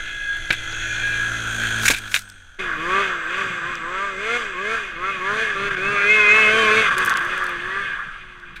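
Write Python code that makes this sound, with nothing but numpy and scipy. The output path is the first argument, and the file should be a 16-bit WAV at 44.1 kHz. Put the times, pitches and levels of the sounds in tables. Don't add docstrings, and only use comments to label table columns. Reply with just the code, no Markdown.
import sys
import numpy as np
from scipy import signal
from scipy.fft import rfft, irfft
from scipy.io import wavfile
from scipy.ndimage import uniform_filter1d

SR = 44100
rng = np.random.default_rng(int(sys.argv[2]) if len(sys.argv) > 2 else 0)


def magnitude_from_level(level_db):
    exponent = np.asarray(level_db, float) / 20
    return 10 ** exponent


def put_to_file(sound):
    columns = np.atleast_2d(sound).T
    safe = np.clip(columns, -1, 1)
    whole_steps = np.round(safe * 32767)
    wavfile.write(sys.argv[1], SR, whole_steps.astype(np.int16))


N = 379260


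def noise():
    return rng.standard_normal(N)


def unit(x):
    return x / np.sqrt(np.mean(x ** 2))


def curves(table):
    s, *columns = np.transpose(table)
    return [np.interp(np.arange(N) / SR, s, c) for c in columns]


def walk(rate):
    k = int(SR / rate)
    held = np.repeat(rng.standard_normal(N // k + 1), k)
    return unit(uniform_filter1d(uniform_filter1d(held, k), k)[:N])


def band(x, lo_hz, hi_hz, order=3):
    return signal.sosfilt(signal.butter(order, [lo_hz, hi_hz], "bandpass", fs=SR, output="sos"), x)


def swell(s, db, hold_s, rise, fall):
    t = np.arange(N) / SR - s
    return db + np.minimum(rise * np.minimum(t, 0), -fall * np.maximum(t - hold_s, 0))


def resonance(hz, rings):
    return sum(magnitude_from_level(2 * db) / (1 + (2 * (hz - f) / w) ** 2) ** 2 for f, w, db in rings)


def ring(x, rings, valley, size=4096):
    hz = np.maximum(np.arange(size + 1) * SR / 2 / size, 1)
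    valley_hz, valley_db = np.transpose(valley)
    power = magnitude_from_level(2 * np.interp(np.log(hz), np.log(valley_hz), valley_db)) + resonance(hz, rings)
    cepstrum = irfft(np.log(power) / 2)
    cepstrum[1:size] *= 2
    cepstrum[size + 1:] = 0
    return signal.fftconvolve(x, irfft(np.exp(rfft(cepstrum)))[:size])[:N]


def rattle(clicks, decay_s, drift_hz):
    t = np.arange(int(5 * decay_s * SR)) / SR
    shapes = rng.standard_normal((3, len(t))) * np.exp(-t / decay_s) * (1 - np.exp(-4 * t / decay_s))
    shapes /= np.sqrt(np.sum(shapes ** 2, axis=1, keepdims=True))
    shares = np.array([walk(drift_hz) for _ in shapes])
    shares /= np.sqrt(np.sum(shares ** 2, axis=0))
    return sum(w * signal.fftconvolve(clicks, h)[:N] for w, h in zip(shares, shapes))


def throttle_of(hz):
    return np.clip(1.35 + uniform_filter1d(np.gradient(np.log(hz)) * SR, 600), 0, 1)


def engine(controls, multiples, notes, rings, valley, jitter, scatter_db, uneven_db, clatter_s, crisp,
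           shut_db, puff, depth, low_db, low_share, wobble_db):
    hz, note_db, (mid_db, upper_db, hiss_db), facing, vent = controls
    turns = np.cumsum(hz * (1 + jitter * walk(40))) / SR
    turns += 1 - turns[int(1.5435 * SR)] % 1

    throttle = throttle_of(hz)
    note_db = note_db[:1] + [db - 9 * (1 - throttle) for db in note_db[1:]]
    voices = list(zip(multiples, note_db)) + [(k, note_db[0] + db) for k, db in notes]
    tones = np.zeros(N)
    for k, db in voices:
        tones += magnitude_from_level(db + wobble_db * walk(17)) * np.sin(2 * np.pi * (k * turns + rng.random()))

    at = np.flatnonzero(np.diff(np.floor(turns[:-1])) > 0) + 1
    late = turns[at] % 1 * SR / hz[at]
    weaker_cylinder = uneven_db * (np.arange(len(at)) % 2)
    size = magnitude_from_level(scatter_db * rng.standard_normal(len(at)) + weaker_cylinder)
    clicks = np.zeros(N)
    clicks[at - 1], clicks[at] = size * late, size * (1 - late)
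    clicks = rattle(clicks * np.sqrt(SR / hz), clatter_s, 4.5)
    gas = unit(noise() * (1 + depth * np.exp(-(turns % 1) / puff)))

    clean = np.clip((note_db[0] - mid_db - shut_db) / 14, .3, crisp) * (.3 + .7 * throttle) * facing
    beat, breath = ring(clicks, rings, valley), ring(gas, rings, valley)
    mid, upper = (c * beat + np.sqrt(1 - c ** 2) * breath for c in (.86 * clean, clean))
    upper = upper - .7 * band(upper, 2260, 2360, order=1)

    out = np.sqrt(2) * tones
    sputter = 2.5 * (1 - facing) * walk(60)
    out += magnitude_from_level(mid_db + wobble_db * walk(25) + sputter) * unit(band(mid, 700, 1957))
    out += magnitude_from_level(upper_db + wobble_db * walk(25)) * unit(band(upper, 1810, 3650))
    vents = .3 * walk(1.5) * band(breath, 7100, 8300, order=1)
    hiss = band(breath, 5700, 18800) + 0.67 * band(breath, 3686, 4740) + vents
    out += magnitude_from_level(hiss_db + wobble_db * walk(9.1) / 2) * unit(hiss)
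    out += vent * unit(band(breath, 7560, 8650, order=2))
    rumble_db = (mid_db + upper_db) / 2 + low_db + low_share * (mid_db + 26.5) - 5 * (1 - facing)
    return out + magnitude_from_level(rumble_db) * unit(band(breath, 69, 704))


# (time [s], level [dB])
SLED_LOUDNESS = [(2.59, -24.5), (2.75, -20.5), (2.99, -20), (3.24, -22.5), (3.37, -22.5), (3.79, -25),
                 (4.11, -28), (4.85, -28.5), (5.3, -26.5), (6.17, -22), (6.4, -19.5), (6.98, -18),
                 (7.11, -13.5), (7.26, -19.5), (7.83, -28.5), (8.02, -30.5), (8.25, -39.5), (8.55, -39)]
# (opening time [s], firing rate [Hz], shutting time [s], firing rate [Hz])
THROTTLE_BURSTS = [(2.42, 178, 2.61, 191.5), (2.775, 153, 3.015, 200), (3.25, 159, 3.42, 195.5),
                   (3.615, 167, 3.71, 179.5), (3.82, 162, 4.055, 200.5), (4.16, 187, 4.375, 242.5),
                   (4.555, 176, 4.755, 228.5), (4.955, 164, 5.105, 197.5), (5.205, 181, 5.435, 225),
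                   (5.555, 194, 5.685, 202), (5.78, 183, 5.925, 206), (6.03, 200.5, 6.15, 215),
                   (6.275, 207, 6.4, 218.4), (6.475, 212.2, 6.6, 224.3), (6.69, 212.9, 6.81, 221.5),
                   (6.945, 184.5, 7.03, 187), (7.155, 161.5, 7.37, 186.5), (7.58, 172.5, 7.825, 201),
                   (8.065, 170, 8.19, 187.5), (8.21, 186, 8.7, 168)]
# (exhaust note level [dB], load added to the upper notes [dB])
BURST_LEVELS = [(-34, -5), (-30, 1.5), (-37.5, 4), (-42.5, 2), (-38.5, 7), (-30.5, -1), (-32, 0),
                (-39.5, 4.5), (-32, 0.5), (-33, -1), (-33, 2.5), (-27.5, -1.5), (-27.5, -0.5),
                (-23.5, -1.5), (-22.5, -5), (-37, 6), (-40, 7), (-39.5, -12), (-65, -3), (-58, -13)]
# (time [s], facing [0-1])
SLED_FACING = [(2.59, .9), (3.1, .85), (3.3, .7), (3.8, .8), (4.2, .92), (6.45, .92), (6.55, .85),
               (6.85, .85), (7.0, .55), (7.5, .6), (7.7, .8), (7.9, .75), (8.1, .3), (8.6, .3)]


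def sled_controls():
    t = np.arange(N) / SR
    opens, low, shuts, top = np.transpose(THROTTLE_BURSTS)
    db, load = np.transpose(BURST_LEVELS)
    k = np.clip(np.searchsorted(opens, t) - 1, 0, len(opens) - 1)
    after = np.minimum(k + 1, len(opens) - 1)
    up = np.clip((t - opens[k]) / (shuts - opens)[k], 0, 1)
    up = up + .8 * up ** 2 * (1 - up)
    down = np.clip((t - shuts[k]) / np.abs(opens[after] - shuts[k]), 0, 1) ** .9
    hz = uniform_filter1d(low[k] + (top - low)[k] * up + (low[after] - top[k]) * down, size=900)

    shut, octaves = 1 - throttle_of(hz), np.log2(hz / 200)
    near, facing = curves(SLED_LOUDNESS)[0], curves(SLED_FACING)[0]
    note = db[k] + np.minimum(db[after] - db[k], 0) * down + 20.5 * np.log2(hz / top[k])
    note = uniform_filter1d(note, size=1300) - 5 * shut
    third = note + 5 * shut - 8 - 38 * (1 - facing) ** 2 + uniform_filter1d(load[k], size=1300)
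    roar = near + 15.5 * octaves

    def layer(offset_db, db_per_octave, shut_loss_db, loudness_share):
        change = (loudness_share - 1) * (near + 25)
        return roar + offset_db + db_per_octave * octaves - shut_loss_db * shut + change

    upper = layer(-1.5, 5.5, 1.5, 0.83) - 4 * (.9 - facing)
    side_vent = magnitude_from_level(swell(3, -60, hold_s=1.5, rise=78, fall=60))
    return hz, [note, third], (roar, upper, layer(-19.5, 14.5, 1, 1.02)), facing, side_vent


# (multiple of firing rate, level under it [dB])
SLED_HARMONICS = [
    (.5, -23),
    (1, -11.5),
    (4, -26.5),
]
# (frequency [Hz], width [Hz], level [dB])
SLED_MODES = [(1158, 120, -1.5), (1606, 223, 1), (2158, 143, 0), (2469, 180, -2), (3380, 310, -15),
              (3950, 110, -27), (4200, 250, -12.5), (4810, 430, -26.5), (6100, 1000, -26),
              (7540, 670, -38.5), (8700, 880, -34.5), (11282, 210, -45)]
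# (frequency [Hz], level [dB])
SLED_FLOOR = [(60, -29), (200, -27), (450, -17.5), (820, -22.5), (1350, -4), (2800, -12.5), (3900, -24),
              (5350, -41.5), (7000, -33.5), (10000, -45.5), (13900, -56), (16000, -63)]


def sled(driving):
    return engine(driving, [2, 3], SLED_HARMONICS, SLED_MODES, SLED_FLOOR, jitter=.002, scatter_db=1.5,
                  uneven_db=-2.5, clatter_s=.0016, crisp=.82, shut_db=-23, puff=0.93, depth=0.17,
                  low_db=-14.0, low_share=0.12, wobble_db=1.21)


# (time [s], peak level [dB])
LATE_FIRINGS = [
    (5.7109, -6),
    (5.7693, -8),
    (6.9127, -6),
    (6.9706, -13),
    (7.0636, -16),
    (7.1065, -14),
    (7.1493, -1),
    (7.1584, -15),
    (7.2094, -12),
]


def coughs():
    t = np.arange(N) / SR
    gap_s = .016
    dips = [np.clip(2 - 4 * np.abs(t - s + gap_s / 2 + .002) / gap_s, 0, 1) for s, db in LATE_FIRINGS]
    barks, ring_t = np.zeros(N), t[:2048]
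    tone = np.minimum(ring_t / .0015, 1) * np.sin(2 * np.pi * 1560 * ring_t)
    for s, db in LATE_FIRINGS:
        at = int(s * SR)
        barks[at:at + 2048] += magnitude_from_level(db - 5.5 - 60 * ring_t / .025) * tone
    return magnitude_from_level(-6 * np.max(dips, axis=0)), barks


def track():
    near = curves(SLED_LOUDNESS)[0]
    thud_db = np.maximum(-49.5 + 0.79 * (near + 25) + 3 * walk(3.87), -55)
    thuds = magnitude_from_level(thud_db + 3.1 * walk(18)) * unit(band(noise(), 93.71, 220, order=2))
    return thuds + magnitude_from_level(near - 48) * unit(band(noise(), 9000, 15500, order=1))


def sing(hz, levels, multiples, rasp_db):
    turns = np.cumsum(hz * (1 + 0.002056 * walk(30))) / SR
    out = np.zeros(N)
    for k, db in zip(multiples, levels):
        out += np.sqrt(2) * magnitude_from_level(db + 1.27 * walk(25) + rasp_db * walk(110)) * np.sin(2 * np.pi * k * turns)
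    return out


# (time [s], level [dB])
DRIVE_WHINE = [
    (5.76, -70),
    (5.82, -45),
    (6.05, -25),
    (6.09, -17.5),
    (6.47, -15),
    (6.53, -28),
    (6.82, -21),
    (6.9, -71),
]


def track_whine(sled_hz):
    level, modes = curves(DRIVE_WHINE)[0], [(2140, 420, -1.2), (2537, 360, -1.6)]
    multiples = [10, 11, 12, 13]
    levels = [level + 10 * np.log10(resonance(k * sled_hz, modes)) - 11.5 * (k % 2) for k in multiples]
    return sing(sled_hz, levels, multiples, 1.76)


def passage(s, hold_s, edge):
    at = slice(max(int((s - 30 / edge) * SR), 0), int((s + hold_s + 30 / edge) * SR))
    t = (np.arange(N) / SR)[at]
    return at, -edge * np.maximum(np.maximum(s - t, t - s - hold_s), 0)


def passing_tones(rows, clock):
    out, flutter = np.zeros(N), walk(45)
    for n, (s, hold_s, k, db) in enumerate(rows):
        at, shape = passage(s, hold_s, 450)
        level = db + shape + 2.6 * np.roll(flutter, n * 5003)[at]
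        out[at] += np.sqrt(2) * magnitude_from_level(level) * np.sin(2 * np.pi * k * clock[at])
    return out


# (time [s], hold [s], multiple of
# firing rate, level [dB])
PIPE_SONGS = [(2.798, 0.054, 7, -32.5), (2.878, 0.14, 6, -30.5), (2.915, 0.15, 13, -34.5),
              (2.935, 0.06, 7, -28), (3.667, 0.059, 6, -34.5), (3.73, 0.07, 7, -40), (3.964, 0.12, 5, -45),
              (3.97, 0.093, 11, -38), (4.13, 0.082, 11, -36), (4.223, 0.2, 5, -38), (4.284, 0.07, 6, -29),
              (4.31, 0.06, 9, -40), (4.6, 0.05, 6, -38), (4.616, 0.15, 5, -44), (4.655, 0.061, 10, -33),
              (4.71, 0.046, 6, -30), (5.022, 0.13, 6, -31), (5.052, 0.044, 7, -26.5),
              (5.05, 0.072, 13, -38), (5.046, 0.1, 11, -35.5), (5.208, 0.082, 6, -30),
              (5.25, 0.1, 5, -38.5), (5.277, 0.035, 7, -25.5), (5.568, 0.07, 6, -31.5),
              (5.55, 0.26, 8, -34), (5.58, 0.12, 7, -31.5), (5.58, 0.12, 13, -36), (5.816, 0.16, 6, -29.5),
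              (5.876, 0.19, 8, -27.5), (6.003, 0.043, 7, -25.5), (6.104, 0.27, 7, -24.5),
              (6.18, 0.19, 5, -32), (6.194, 0.08, 16, -39), (6.35, 0.064, 9, -29), (6.37, 0.088, 14, -37),
              (6.476, 0.052, 7, -24), (6.53, 0.12, 14, -31), (6.754, 0.074, 17, -39), (7.7, 0.23, 13, -47),
              (7.765, 0.11, 6, -38.5), (7.77, 0.084, 8, -29.5), (7.817, 0.04, 11, -40),
              (3.88, 0.2, 6, -32), (3.95, 0.13, 8, -30), (3.95, 0.11, 7, -33), (5.81, 0.07, 13, -29),
                    (5.89, 0.13, 11, -30), (5.93, 0.1, 13, -33), (4.56, .05, 6, -32), (6.6, 0.18, 11, -31),
                    (6.42, 0.18, 5, -29), (6.64, 0.07, 5, -19.5), (6.74, 0.091, 5, -29.5),
                    (6.3, .05, 19, -44), (6.53, 0.059, 11, -26), (6.66, 0.083, 11, -34),
                    (6.56, 0.054, 15, -35), (6.62, .04, 19, -47), (6.66, 0.065, 16, -41),
                    (6.72, .07, 20, -49), (6.56, .08, 17, -44), (7.72, .08, 10, -36)]


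def songs(sled_hz):
    turns = np.cumsum(sled_hz * (1 + .004 * walk(70))) / SR
    return passing_tones(PIPE_SONGS, turns)


# (time [s], firing rate [Hz], level [dB])
QUAD_SLIDE = [(0.0, 55.53, -35), (0.23, 54.7, -37.5), (0.46, 55.3, -35), (0.63, 54.93, -33.5),
              (0.83, 55.5, -30.5), (1.03, 56.67, -28.5), (1.2, 56.87, -28), (1.5, 56.3, -27.5),
              (1.63, 55.7, -24.5), (1.685, 55.55, -25), (1.77, 55.12, -24.5), (1.84, 55, -23.5),
              (1.96, 54.1, -37), (2.07, 51.96, -35.5), (2.2, 49.9, -43.5), (2.36, 47.07, -45.5),
              (2.59, 36.7, -50)]
# (multiple of firing rate, level under it [dB])
QUAD_HARMONICS = [
    (1, -7.5),
    (3, -15),
    (5, -15),
    (7, -25),
    (8, -20.5),
]
# (frequency [Hz], width [Hz], level [dB])
QUAD_MODES = [(1482, 200, -2), (1650, 127, -4.5), (2030, 18, -18), (2425, 440, -17.5), (3300, 380, -15.5),
              (4130, 530, -18), (6320, 1000, -18.5), (9120, 400, -28.5), (11200, 454, -48)]
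# (frequency [Hz], level [dB])
QUAD_FLOOR = [(60, -13.5), (200, -32), (500, -26), (1100, -24.5), (2200, -24.5), (5200, -48), (7500, -30.5),
              (12800, -45), (16000, -58.5)]


def quad():
    hz, db = curves(QUAD_SLIDE)
    t = np.minimum(np.arange(N) / SR, 2.586)
    second = db + np.minimum(-16 + 4.8 * t, -9.5)
    fourth = second + np.minimum(-31 + 14.5 * t, -7.5)
    sixth = np.minimum(db - 20.5, -49.5)
    roar = db, db + 2 - 3 * t, db - 12 - 0.92 * t
    controls = hz, [second, fourth, sixth], roar, 1, 0
    return engine(controls, [2, 4, 6], QUAD_HARMONICS, QUAD_MODES, QUAD_FLOOR, jitter=.0015, scatter_db=1.0,
                  uneven_db=0, clatter_s=.010, crisp=.72, shut_db=-25, puff=0.31, depth=0.6,
                  low_db=-14.0, low_share=0.033, wobble_db=1.13)


def pops():
    turns = np.cumsum(curves(QUAD_SLIDE)[0]) / SR
    turns -= turns[int(1.5435 * SR)]
    size_db = 2.5 * rng.standard_normal(N // 50)[np.floor(turns).astype(int)]
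    phase = turns % 1 / .16
    puff = noise() * phase * np.exp(-phase) * magnitude_from_level(size_db)
    bright = unit(band(puff, 5800, 12500, order=1))
    case = unit(band(puff, 1540, 1620, order=1))
    return magnitude_from_level(swell(1.52, -54, hold_s=.2, rise=110, fall=60)) * (bright + magnitude_from_level(21) * case)


# (time [s], frequency [Hz],
# level [dB])
QUAD_WHISTLE = [(0.05, 1664, -36.5), (0.179, 1650, -34.5), (0.304, 1635, -23), (0.416, 1650, -42),
                (0.498, 1626, -33), (0.63, 1642, -49), (1.015, 1650, -34.5), (1.045, 1641, -24),
                (1.22, 1650, -23.5), (1.32, 1643, -29), (1.5, 1624, -45)]
WHISTLE_PARTIALS = [1, 1.265, 29 / 30, 31 / 30]


def quad_whistle():
    last_s, last_hz, _ = QUAD_WHISTLE[-1]
    hz, db = curves([*QUAD_WHISTLE, (last_s + 0.0402, last_hz, -80)])
    gear = swell(0, -45.5, hold_s=1.13, rise=50, fall=43)
    return sing(hz, [db, gear, db - 19.5, db - 11.5], WHISTLE_PARTIALS, 0)


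# (time [s], hold [s], frequency [Hz], level [dB])
QUAD_TONES = [(0, .25, 2035, -48), (.4, .4, 2025, -45), (1.1, .27, 2035, -44), (.1, .2, 2546, -48),
              (.05, .2, 2596, -49), (.75, .12, 2586, -43), (.75, .2, 2630, -45), (.86, .1, 2396, -41),
              (.86, .1, 2444, -41), (1.0, .27, 2376, -40), (1.0, .15, 2427, -40), (1.0, .12, 2596, -41),
              (1.14, .1, 2553, -44), (.1, .35, 3400, -45), (.55, .4, 3390, -44), (1.0, .25, 3298, -42),
              (.8, .6, 1812, -45), (.85, .1, 1670, -32), (1.15, .1, 1476, -36), (1.6, .1, 1559, -33)]


def quad_tones():
    return passing_tones(QUAD_TONES, np.arange(N) / SR + .003 * np.cumsum(walk(30)) / SR)


# (time [s], hold [s], frequency [Hz], level [dB])
PASSING_VENTS = [(.1, 0.7, 8300, -67), (0.41, .22, 10500, -64), (0.75, 0.19, 6540, -41.5),
                 (0.72, .2, 6100, -46), (.7, 0.38, 7300, -61), (1.1, 0.356, 11000, -64),
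                 (0.98, 0.43, 9200, -60), (1.51, .25, 8500, -48.5), (1.9, .4, 8300, -57),
                 (1.5, .25, 6900, -45)]
# (time [s], hold [s], frequency [Hz], level [dB])
HOOD_RINGS = [(5.296, 0.23, 1687, -28), (4.597, 0.084, 1655, -30.5), (6.946, 0.22, 1108, -31),
              (7.287, 0.12, 1680, -40), (7.573, 0.078, 1700, -33), (7.74, 0.086, 1700, -32),
              (7.9, 0.058, 1630, -28.5), (8.13, 0.028, 1310, -42)]


def vents_and_hood():
    out, air = np.zeros(N), noise()
    for s, hold_s, hz, db in PASSING_VENTS + HOOD_RINGS:
        at, shape = passage(s, hold_s, 120)
        out[at] += magnitude_from_level(db + shape) * unit(band(air[at], .965 * hz, 1.035 * hz, order=2))
    return out


# (time [s],
# knock peak [dB], hiss minus knock [dB], t60 [s], crumble [s])
CASE_KNOCKS = [(0.505, -2, -35, 0.017, 0.0056), (0.514, -17.5, -30, 0.035, 0.0029),
               (0.523, -14.5, -5, 0.022, 0.0082), (0.535, -15, -10, 0.059, 0.0023),
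               (1.797, -19, -13, 0.032, 0.0021), (1.8174, -26, -2, 0.025, 0.0018),
               (1.834, -12, -5, .03, 0.0018), (1.854, -10, 2, 0.031, 0.013), (1.88, -2, 1, 0.041, 0.0063),
               (1.902, 0, -5.5, 0.033, 0.0035), (1.9078, -5.5, 0, 0.048, 0.0086),
               (1.935, -14, -9, 0.041, 0.016), (1.962, -24, -1.5, .02, 0.03),
               (2.0194, -31.5, -20, 0.034, 0.0018), (2.038, -32, -22, .04, .002),
               (2.0565, -36, -17, 0.035, .003), (2.079, -29, -15, 0.039, .002),
               (2.114, -23.5, 1, 0.097, 0.0045), (2.1423, -1, -8, 0.0081, 0.0033),
               (2.1484, -13, 0.5, 0.064, 0.008), (2.1627, -7, -9, 0.012, 0.0043),
               (2.167, -16, -2, 0.071, 0.0065), (8.559, -29.5, -13, 0.086, 0.015)]
# (frequency [Hz], width [Hz], level [dB])
KNOCK_MODES = [
    (1590, 220, 13.4),
    (2365, 680, 10.2),
    (3580, 1020, 3.3),
]


def case_knocks():
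    t = np.arange(4096) / SR
    knock, hiss, strike = np.zeros((3, N + 4096))
    for s, db, hiss_db, t60, crumble in CASE_KNOCKS:
        at = slice(int(s * SR), int(s * SR) + 4096)
        shape = magnitude_from_level(db - 60 * np.clip(t - crumble, 0, 1) / t60)
        knock[at] = np.maximum(knock[at], shape)
        hiss[at] = np.maximum(hiss[at], shape * magnitude_from_level(hiss_db))
        strike[at.start + 8] = magnitude_from_level(db)
    grit = noise() * magnitude_from_level(2.5 * walk(900))
    valley = [(60, -42), (700, -32), (5000, -21), (16000, -55.5)]  # (frequency [Hz], level [dB])
    rings = ring(strike[:N], KNOCK_MODES, valley)
    out = magnitude_from_level(-7.5) * knock[:N] * unit(ring(grit, KNOCK_MODES, valley))
    out += magnitude_from_level(-9) * rings / np.abs(rings).max()
    return out + magnitude_from_level(-13.5) * hiss[:N] * unit(band(grit, 5300, 7900, order=1))


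# (time [s], level [dB])
MOUNT_THUMPS = [
    (0.504, -22),
    (.725, -37.5),
    (1.075, -35.5),
    (1.9, -17),
]


def thumps():
    t = np.arange(N) / SR
    shape = sum((t >= s) * magnitude_from_level(db - 60 * np.clip(t - s, 0, 1) / 0.083) for s, db in MOUNT_THUMPS)
    return shape * unit(band(noise(), 45, 290, order=1))


# (time [s], peak level [dB], centre frequency [Hz])
SNOW_GRAINS = [(.37, -39.5, 8900), (.645, -38, 4984), (1.335, -40, 12800), (1.787, -24, 6300),
               (1.826, -23, 6350), (1.9397, -17, 6230), (1.9488, -29, 6420), (1.9858, -23, 7105),
               (2.192, -18.5, 6784), (2.2084, -35.5, 7180), (2.221, -28.5, 6070), (2.2903, -40, 7800),
               (2.2998, -28, 6270), (2.3214, -41, 6020), (2.446, -53, 2986), (2.547, -42, 3020),
               (6.9715, -36, 10000), (6.9813, -12.5, 5760), (7.004, -37, 9000), (7.12, -34, 9000),
               (7.194, -35, 11000), (7.257, -37, 9000), (6.986, -22, 8700), (7.0496, -15, 8613),
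               (7.0593, -17, 8000), (7.0654, -23, 6740), (7.075, -23, 6132), (7.0955, -11, 5500),
               (7.1017, -20, 8950), (7.11, -35, 7560), (7.159, -33, 6480), (7.172, -15.5, 6540),
               (7.2104, -35, 7880), (7.2264, -34, 7480), (7.25, -27, 8900), (7.379, -25.5, 6100),
               (7.4413, -26, 7450), (7.4666, -22.5, 6000), (7.4935, -33, 7540),
               (0.724, -25, 3680),
    (1.079, -28.5, 4097),
    (3.754, -22, 4000),
    (7.1392, -19, 3640),
    (8.3994, -40, 3480),
]


def ticks():
    out, t = np.zeros(N), np.arange(256) / SR
    shape = np.exp(-t / 0.001) * np.minimum(t / 0.000094, 1)
    for s, db, hz in SNOW_GRAINS:
        tick = band(rng.standard_normal(256) * shape, .48 * hz, min(1.6 * hz, 13500), order=2)
        out[int(s * SR):int(s * SR) + 256] += magnitude_from_level(db) * tick / np.abs(tick).max()
    return out


# (time [s], level [dB], hold [s], rise [dB/s], fall [dB/s])
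SNOW_SHOWERS = [
    (1.841, -29.5, 0.066, 403.5, 280),
    (2.16, -36, 0.013, 170, 300),
    (7.0, -72, .45, 260, 150),
]


def spray():
    size_db = 2.8 * np.minimum(rng.exponential(size=N), 3.5)
    grains = (rng.random(N) < 2500 / SR) * magnitude_from_level(size_db) * noise()
    level = sum(magnitude_from_level(swell(*row)) for row in SNOW_SHOWERS)
    return level * unit(band(grains + .5 * noise(), 1700, 9000, order=1))


# (time [s], level [dB], fall [dB/s])
WIND_GUSTS = [
    (0, -35, 26),
    (0.382, -34, 8),
    (1.92, -37, 145),
    (2.66, -40.5, 14),
    (3.64, -46, -3),
    (4.41, -45, 15),
    (4.86, -42, 21),
    (5.7, -39, 19),
    (7.33, -54, .4),
    (8.6, -40, 6),
]


def wind():
    db = np.max([swell(s, db, 0, 99, fall) for s, db, fall in WIND_GUSTS], axis=0)
    rumble = band(noise(), 5.2, 26, order=2) + 0.083 * band(noise(), 50, 100, order=1)
    return magnitude_from_level(np.maximum(db, -57) + 0.63 * walk(6.2)) * unit(rumble)


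def scene():
    after = np.clip((np.arange(N) / SR - 2.586) / 0.0084, 0, 1)
    driving = sled_controls()
    sled_hz = driving[0]
    gap, barks = coughs()
    machines = after * (gap * sled(driving) + barks + track()) + (1 - after) * quad()
    machines += track_whine(sled_hz) + songs(sled_hz)
    machines += pops() + quad_whistle() + quad_tones() + vents_and_hood()
    steady = signal.sosfilt(signal.ellip(10, .3, 60, 15250, fs=SR, output="sos"), machines)
    snow = case_knocks() + thumps() + ticks() + spray()
    return (steady + snow + wind())[None]


def low_pass(x):
    return signal.sosfilt(signal.butter(12, 16100, fs=SR, output="sos"), x)


def record(dry):
    rounded = np.tanh(1.1 * dry) / 1.05
    x = signal.sosfilt(signal.butter(10, 15500, fs=SR, output="sos"), rounded)
    return low_pass(x)


dry = scene()
out = record(dry)
put_to_file(out)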